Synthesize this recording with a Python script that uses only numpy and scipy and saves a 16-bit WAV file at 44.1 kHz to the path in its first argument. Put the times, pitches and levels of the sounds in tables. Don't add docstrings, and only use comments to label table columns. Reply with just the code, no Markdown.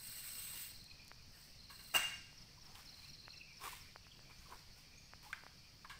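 import sys
import numpy as np
from scipy import signal
from scipy.fft import rfft, irfft
from scipy.io import wavfile
from scipy.ndimage import uniform_filter1d

SR = 44100
rng = np.random.default_rng(int(sys.argv[2]) if len(sys.argv) > 2 else 0)


def master_out(mix):
    frames = np.transpose(np.atleast_2d(mix))
    ceiling = np.clip(frames, -1, 1)
    pcm = np.round(ceiling * 32767).astype(np.int16)
    wavfile.write(sys.argv[1], SR, pcm)


N = 264159
TIME = np.arange(N) / SR

# frequency in Hz, relative level in dB.
AIR_SPECTRUM = [(20, 6), (60, 0.5), (140, 0), (220, -8), (350, -15.5), (700, -18.5), (1600, -19),
                (2050, -16.5), (2400, -15.5), (3300, -18), (5000, -20), (7000, -26.5), (8300, -25),
                (11000, -31.5), (15500, -28)]
CHORUS_SPECTRUM = [(3000, -36), (3950, -11), (4400, 0), (5000, -2), (5600, -3.5), (6200, -12), (7200, -26),
                   (9000, -45)]
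SLIDE_SPECTRUM = [(200, -34), (600, -22), (1000, -12.5), (1600, -5.5), (2400, -2.5), (3300, -3.5),
                  (4500, -2), (6800, -8), (7600, -8.5), (8400, 10), (9100, 2), (10300, -6), (13000, 1),
                  (15500, 3.5)]
STALK_SPECTRUM = [(150, -29), (420, -4), (620, -13.5), (900, 1.5), (1120, -0.5), (1500, -8), (2500, -21.5),
                  (5000, -37)]
RUSTLE_SPECTRUM = [(300, -6), (1200, 0), (2400, 10), (3300, 7), (4500, 2), (6500, 1), (8300, 4),
                   (11000, -2), (15500, 2)]
SPLINTER_SPECTRUM = [(400, -22), (900, -24), (1500, -13), (2800, 6), (4000, -1), (6000, -10.5), (8300, -8),
                     (11000, -18), (15500, -16)]
FROND_SPECTRUM = [(400, -20), (1100, 6.5), (2100, 5), (3200, -3), (6000, -14), (15500, -26)]
CHOP_SPECTRUM = [(100, -46), (190, -41), (280, -22), (380, -49), (540, -18), (760, 0), (1050, -5.5),
                 (1600, 1.5), (2400, -8), (3300, -10), (5000, -10), (6800, -15.5), (8300, -4.5),
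                 (10500, -16), (15500, -7)]
CROWN_SPECTRUM = [(300, -23), (700, -7), (1100, -8), (1600, -8), (2200, 3), (3300, -4), (4500, -12),
                  (6500, -10), (8500, -9), (11000, -22), (15500, -24)]

# frequency in Hz, bandwidth in Hz, relative level in dB.
BLADE_MODES = [(478, 13, -23), (655, 17, -14.5), (1199, 25, -13.5), (1660, 90, -9), (2078, 13, -19),
               (2213, 22, -9.5), (2420, 35, -17), (2500, 25, -12), (2760, 12, -21), (2824, 25, -4),
               (2770, 40, -10), (6360, 93, -10), (8480, 110, -14), (8130, 61, -5.5)]
EDGE_MODES = [(8140, 480, 0), (8700, 600, -2)]
UPPER_STALK_MODES = [(1644, 215, 1.5), (2260, 680, -1.5)]

# frequency in Hz, time to decay by 60 dB in seconds.
ECHO_T60 = [(200, .35), (700, 0.52), (2000, 0.63), (5000, 0.95), (8000, 0.63), (14000, 0.47)]
# frequency in Hz, relative level in dB.
ECHO_SPECTRUM = [(200, -10), (700, -3.5), (1100, -4), (1600, 5), (2300, 4), (2800, 0), (3700, 2.5),
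                 (8000, -2.5), (14000, -4.5)]

CHORUS_DB, CHORUS_FADE_DB_PER_S = -64.5, 0.35

# start in seconds, rise in seconds, hold in seconds,
# relative scrape level in dB, relative level of the singing steel in dB.
STROKES = [(-.2, .28, 0.55, -54.5, -67.5), (1.22, .14, 0.1, -72, -87), (1.693, 0.013, 0.21, -66.5, -67)]
PRESS_DB_PER_S, STROKE_RELEASE_S = 4, 0.07

# first pair in seconds, last pair in seconds, level in dB.
CHIRP_RUNS = [(-.011, 0.488, -60), (.531, 0.634, -61), (0.696, 0.901, -60), (1.591, 1.9, -60.5),
              (2.878, 3.292, -59.5), (3.308, 3.364, -59)]
CHIRP_EVERY_S, PAIR_GAP_S, FIRST_OF_PAIR_DB = .0516, .015, -2

# start in seconds, stop in seconds,
# level in dB.
HIGH_BOUTS = [(0.026, .37, -61.5), (2.092, 3.82, -61.5)]
PHRASE_EVERY_S, HIGH_GAP_S, LEAD_IN_DB = .2391, .04, -10.5

# start in seconds, rise in seconds, hold in seconds,
# relative creak level of the stalk in dB, relative rustle level in dB.
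PULLS = [(0.508, .025, .03, -66, -67), (2.58, .07, .08, -67.5, -75.5), (2.74, 0.012, .05, -62.5, -68.5),
         (2.86, .11, 0.11, -74.5, -74), (3.573, 0.069, .035, -50, -56), (3.71, .02, 0.0044, -61, -75),
         (4.276, .025, .007, -62, -75), (4.347, 0.066, 0.076, -87, -75),
         (4.472, 0.048, 0.022, -54.5, -72.5), (4.72, .06, 0.017, -74, -74.5),
         (5.221, 0.0081, 0.046, -67, -69)]
CREAK_RELEASE_S, RUSTLE_RELEASE_S = 0.015, 0.077

# start in seconds, length in seconds, first frequency in Hz,
# last frequency in Hz, level in dB.
SQUEAKS = [(2.569, 0.028, 1070, 990, -70), (2.681, .04, 720, 754, -71), (2.773, 0.027, 890, 820, -69.5),
           (3.612, 0.037, 1082, 1110, -58), (3.644, 0.031, 1167, 1125, -52.5),
           (3.674, 0.011, 1170, 900, -49), (3.725, 0.015, 1097, 920, -55),
           (4.452, 0.032, 1145, 1080, -67.5), (4.52, .02, 998, 920, -56.5), (5.244, 0.047, 922, 828, -63.5),
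           (5.291, 0.03, 1035, 1220, -63)]

# time in seconds, peak level in dB, frequency in Hz.
TICKS = [(.843, -42, 8000), (1.049, -47, 8000), (1.081, -39, 7450), (1.1162, -39, 1330), (2.329, -55, 695),
         (3.2812, -39, 1250), (3.9608, -38.5, 1090), (4.068, -49, 1235), (4.193, -51, 1100),
         (5.1359, -40, 1190), (5.437, -43.5, 1000), (5.4662, -41, 1100)]

# start in seconds, length in seconds, first frequency in Hz,
# last frequency in Hz, relative level in dB.
TWITTERS = [(.87, .06, 2550, 2500, -64), (.985, 0.055, 2450, 2464, -61), (1.335, 0.046, 2004, 1510, -66),
            (3.02, .08, 2400, 2710, -61.5), (3.242, .04, 2600, 2670, -64), (3.321, 0.049, 2800, 2490, -58),
            (3.395, 0.045, 2650, 2590, -59.5), (4.009, 0.097, 2750, 2700, -64),
            (4.077, .11, 3300, 3030, -67)]
# start in seconds, length in seconds, relative level in dB.
TRILLS = [(3.453, 0.11, -60.5), (3.829, 0.142, -66), (4.206, 0.15, -66), (4.759, 0.32, -71),
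          (5.536, 0.19, -71)]
TRILL_HZ = 2376
WHISTLES = [2.68, 4.36, 4.945, 5.01]
WHISTLE_S, WHISTLE_FROM_HZ, WHISTLE_TO_HZ = .06, 5850, 6850
WHISTLE_RELATIVE_DB = -66.5

# time in seconds, relative level in dB, decay time in seconds,
# relative level of the hollow low mode in dB, relative splinter level in dB.
KNOCKS = [(1.698, -55.5, 0.025, 3, -6), (1.79, -63, 0.047, -2, -4), (2.754, -61.5, 0.0064, 0, 7),
          (4.297, -58, 0.0085, 14, -12), (4.502, -60, 0.014, 18, -16), (5.329, -33, 0.0033, -34, -13),
          (5.8449, -47.5, 0.0092, 7, -15), (5.896, -50.5, 0.044, -0.5, -3)]

CHOP_S, BITE_S, BREAK_S, SNAP_S = 1.947, .011, 0.021, 0.0021
# time in seconds, relative level in dB.
CLINKS = [(2.031, -41.5), (2.070, -50)]
CLINK_HZ, CLINK_DECAY_S = 7960, 0.0059

BAND_LIMIT_HZ = 15650


def amp(db):
    return 10 ** (np.asarray(db) / 20)


def evened(x):
    return x / np.sqrt(np.mean(x ** 2) + 1e-20)


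def read(points, hz):
    f, value = np.transpose(points)
    return np.interp(np.log(hz + 1), np.log(f), value)


def add(mix, s, sound):
    start = round(s * SR)
    sound = sound[max(-start, 0):]
    part = mix[max(start, 0):][:len(sound)]
    part += sound[:len(part)]


def colour(x, points):
    gain = evened(amp(read(points, np.fft.rfftfreq(len(x), 1 / SR))))
    return irfft(rfft(x) * gain, len(x))


def drift(hz):
    f = np.fft.rfftfreq(N, 1 / SR)
    spectrum = rfft(rng.standard_normal(N)) / (1 + (f / hz) ** 4)
    return evened(irfft(spectrum, N))


def mottle(x, patchy_db):
    z = signal.stft(x, SR, nperseg=512)[2]
    across_hz = uniform_filter1d(rng.standard_normal(z.shape), 4, axis=0)
    patches = evened(uniform_filter1d(across_hz, 6, axis=1))
    patchy = signal.istft(z * amp(patchy_db * patches), SR, nperseg=512)[1][:N]
    return evened(patchy) * np.sqrt(np.mean(x ** 2))


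def fractures(per_s, spread_db):
    size = amp(spread_db * np.minimum(rng.exponential(1, N), 4))
    sign = rng.choice([-1, 1], N)
    return evened(size * sign * (rng.random(N) < per_s / SR))


def ring(x, modes, order=1):
    t = np.arange(SR // 4) / SR
    out = 0
    for hz, width, db in modes:
        decay = t ** (order - 1) * np.exp(-np.pi * width * t)
        response = decay * np.sin(2 * np.pi * hz * t)
        out = out + amp(db) * evened(signal.oaconvolve(x, response)[:len(x)])
    return evened(out) * np.sqrt(np.mean(x ** 2))


def glide(length, start_hz, end_hz, waver=0):
    n = int(length * SR)
    wobble = evened(uniform_filter1d(rng.standard_normal(SR), SR // 300))[:n]
    hz = np.linspace(start_hz, end_hz, n) * (1 + waver * wobble)
    edges = np.sin(np.pi * np.arange(n) / n)
    return evened_free(edges, hz)


def evened_free(edges, hz):
    return evened(edges * np.sin(2 * np.pi * np.cumsum(hz) / SR))


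def envelope(start, rise, hold, release):
    since = TIME - start
    fall = np.exp(-np.maximum(since - rise - hold, 0) / release)
    return np.clip(since / rise, 0, 1) ** 2 * fall


def stroke(start, rise, hold):
    growth_db = PRESS_DB_PER_S * np.clip(TIME - start - rise, 0, hold)
    return envelope(start, rise, hold, STROKE_RELEASE_S) * amp(growth_db)


def blow(bite_db, after_db, decay_s):
    bite = amp(bite_db) * envelope(CHOP_S - BITE_S, BITE_S / 2, BITE_S / 2, SNAP_S)
    fracture = envelope(CHOP_S, SNAP_S, BREAK_S, SNAP_S)
    after = amp(after_db) * envelope(CHOP_S, SNAP_S, BREAK_S, decay_s)
    return np.maximum(fracture, np.maximum(bite, after))


def air():
    wash = mottle(colour(rng.standard_normal(N), AIR_SPECTRUM), patchy_db=1.93)
    return amp(-62.0) * wash * amp(.5 * drift(hz=5.5))


def chorus():
    wing_strokes = np.cumsum(76 * (1 + 0.0813 * drift(hz=6.1))) / SR
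    throb = 1 + 0.15 * np.sin(2 * np.pi * wing_strokes)
    buzz = colour(rng.standard_normal(N), CHORUS_SPECTRUM) * throb * amp(0.76 * drift(hz=24.8))
    return evened(buzz) * amp(CHORUS_DB - CHORUS_FADE_DB_PER_S * TIME)


def slide():
    pressure = sum(amp(db) * stroke(start, rise, hold) for start, rise, hold, db, _ in STROKES)
    drive = fractures(per_s=6000, spread_db=2.0) * pressure * amp(0.94 * drift(hz=41))
    hiss = mottle(colour(drive, SLIDE_SPECTRUM), patchy_db=2.5)
    steel = ring(drive, BLADE_MODES)
    edge = ring(drive, EDGE_MODES, order=2)
    return amp(5.5) * hiss + amp(-19.0) * steel + amp(-6.5) * edge


def sing():
    turn = 2 * np.pi * (TIME - CHOP_S)
    bend = 0.86 * drift(hz=45)
    rubbed = sum(amp(db) * stroke(start, rise, hold) for start, rise, hold, _, db in STROKES)
    rubbed = rubbed * drift(hz=22)
    struck = amp(-28) * blow(bite_db=-25, after_db=-9.5, decay_s=0.032) * amp(1.5 * drift(hz=60))
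    modes = np.sin(2805 * turn + bend) + amp(-7.5) * np.sin(2746 * turn + bend)
    return modes * (rubbed + struck)


def chirps():
    out = np.zeros(N)
    for first, last, db in CHIRP_RUNS:
        for s in np.linspace(first, last, round((last - first) / CHIRP_EVERY_S) + 1):
            for side, accent_db in [(-1, FIRST_OF_PAIR_DB), (1, 0)]:
                level = amp(db + accent_db + 0.63 * rng.normal())
                add(out, s + side * PAIR_GAP_S / 2, level * glide(0.0155, 4513, 3870, waver=0.0066))
    for start, stop, db in HIGH_BOUTS:
        for phrase in np.arange(start, stop, PHRASE_EVERY_S):
            for k, accent_db in enumerate([LEAD_IN_DB, 0, 0]):
                s = phrase + k * HIGH_GAP_S
                if s < stop:
                    level = amp(db + accent_db + 0.79 * rng.normal())
                    add(out, s, level * glide(0.025, 5980, 4850, waver=0.0095))
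    return out


def tear():
    out = np.zeros(N)
    creak = colour(fractures(per_s=1500, spread_db=2.5), STALK_SPECTRUM)
    rustle = colour(fractures(per_s=3000, spread_db=3.5), RUSTLE_SPECTRUM)
    for start, rise, hold, creak_db, rustle_db in PULLS:
        out += amp(creak_db - 3.0) * creak * envelope(start, rise, hold, CREAK_RELEASE_S)
        out += amp(rustle_db + 5.5) * rustle * envelope(start, rise, hold, RUSTLE_RELEASE_S)
    for s, length, start_hz, end_hz, db in SQUEAKS:
        add(out, s, amp(db) * glide(length, start_hz, end_hz, waver=0.058))
    return out


def ticks():
    out = np.zeros(N)
    t = np.arange(-SR // 200, SR // 200) / SR
    for s, db, hz in TICKS:
        u = 2 * np.pi * hz * t
        add(out, s + t[0], amp(db) * u * np.exp((1 - u ** 2) / 2))
    return out


def bird():
    out = np.zeros(N)
    for s, length, start_hz, end_hz, db in TWITTERS:
        add(out, s, amp(db) * glide(length, start_hz, end_hz, waver=0.051))
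    for s, length, db in TRILLS:
        add(out, s, amp(db) * glide(length, TRILL_HZ, TRILL_HZ, waver=0.0326))
    for s in WHISTLES:
        whistle = glide(WHISTLE_S, WHISTLE_FROM_HZ, WHISTLE_TO_HZ, waver=.01)
        add(out, s, amp(WHISTLE_RELATIVE_DB) * whistle)
    tremble = evened(amp(5.1 * drift(hz=50.7)))
    return amp(-5.0) * out * tremble


def knocks():
    out = np.zeros(N)
    t = np.arange(SR // 3) / SR
    for s, db, decay, hollow_db, splinter_db in KNOCKS:
        crunch = rng.standard_normal(len(t)) * np.exp(-t / decay)
        modes = [(1084, 240, hollow_db)] + UPPER_STALK_MODES
        wood = ring(crunch, modes, order=2)
        splinters = amp(splinter_db) * colour(crunch, SPLINTER_SPECTRUM)
        leaves = colour(rng.standard_normal(len(t)), FROND_SPECTRUM) * np.exp(-t / 0.059)
        add(out, s, amp(db) * (wood + splinters + amp(-21.5) * leaves))
    return out


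def chop():
    force = blow(bite_db=-6.5, after_db=-7.5, decay_s=0.032)
    drive = fractures(per_s=12000, spread_db=1.5) * force
    return amp(-32.5) * colour(drive, CHOP_SPECTRUM) + amp(-38.0) * ring(drive, BLADE_MODES)


def shudder():
    since = np.clip(TIME - 1.968, 0, None)
    swell = (1 - np.exp(-since / 0.0053)) * np.exp(-since / 0.078)
    return amp(-42.0) * swell * colour(fractures(per_s=2000, spread_db=4.0), CROWN_SPECTRUM)


def clinks():
    tone = np.sin(2 * np.pi * CLINK_HZ * TIME)
    return tone * sum(amp(db) * envelope(s, SNAP_S, 0, CLINK_DECAY_S) for s, db in CLINKS)


def grove(x):
    late = TIME[:SR] > .011
    taps = rng.standard_normal(SR) * (rng.random(SR) < 3000 / SR) * late
    hz, t, z = signal.stft(taps, SR, nperseg=256)
    decay_db = -60 * t / read(ECHO_T60, hz)[:, None]
    tone_db = read(ECHO_SPECTRUM, hz)[:, None]
    tail = signal.istft(z * amp(tone_db + decay_db), SR, nperseg=256)[1]
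    return signal.fftconvolve(x, tail / np.linalg.norm(tail))[:N]


def scene():
    pull = slide() + tear() + shudder()
    steel = sing() + clinks()
    calls, notes, blows, cut = chirps(), bird(), knocks(), chop()
    direct = cut + steel + pull + blows + notes + calls
    scattered = amp(-7) * cut + amp(-13.5) * steel + amp(-11) * pull
    scattered += amp(-19) * blows + amp(-9.5) * notes + amp(-14) * calls
    return (direct + grove(scattered) + ticks() + chorus() + air())[None]


def record(dry):
    low_pass = signal.firwin(601, BAND_LIMIT_HZ, window=("kaiser", 9), fs=SR)
    return signal.oaconvolve(dry, low_pass[None], "same")


dry = scene()
out = record(dry)
master_out(out)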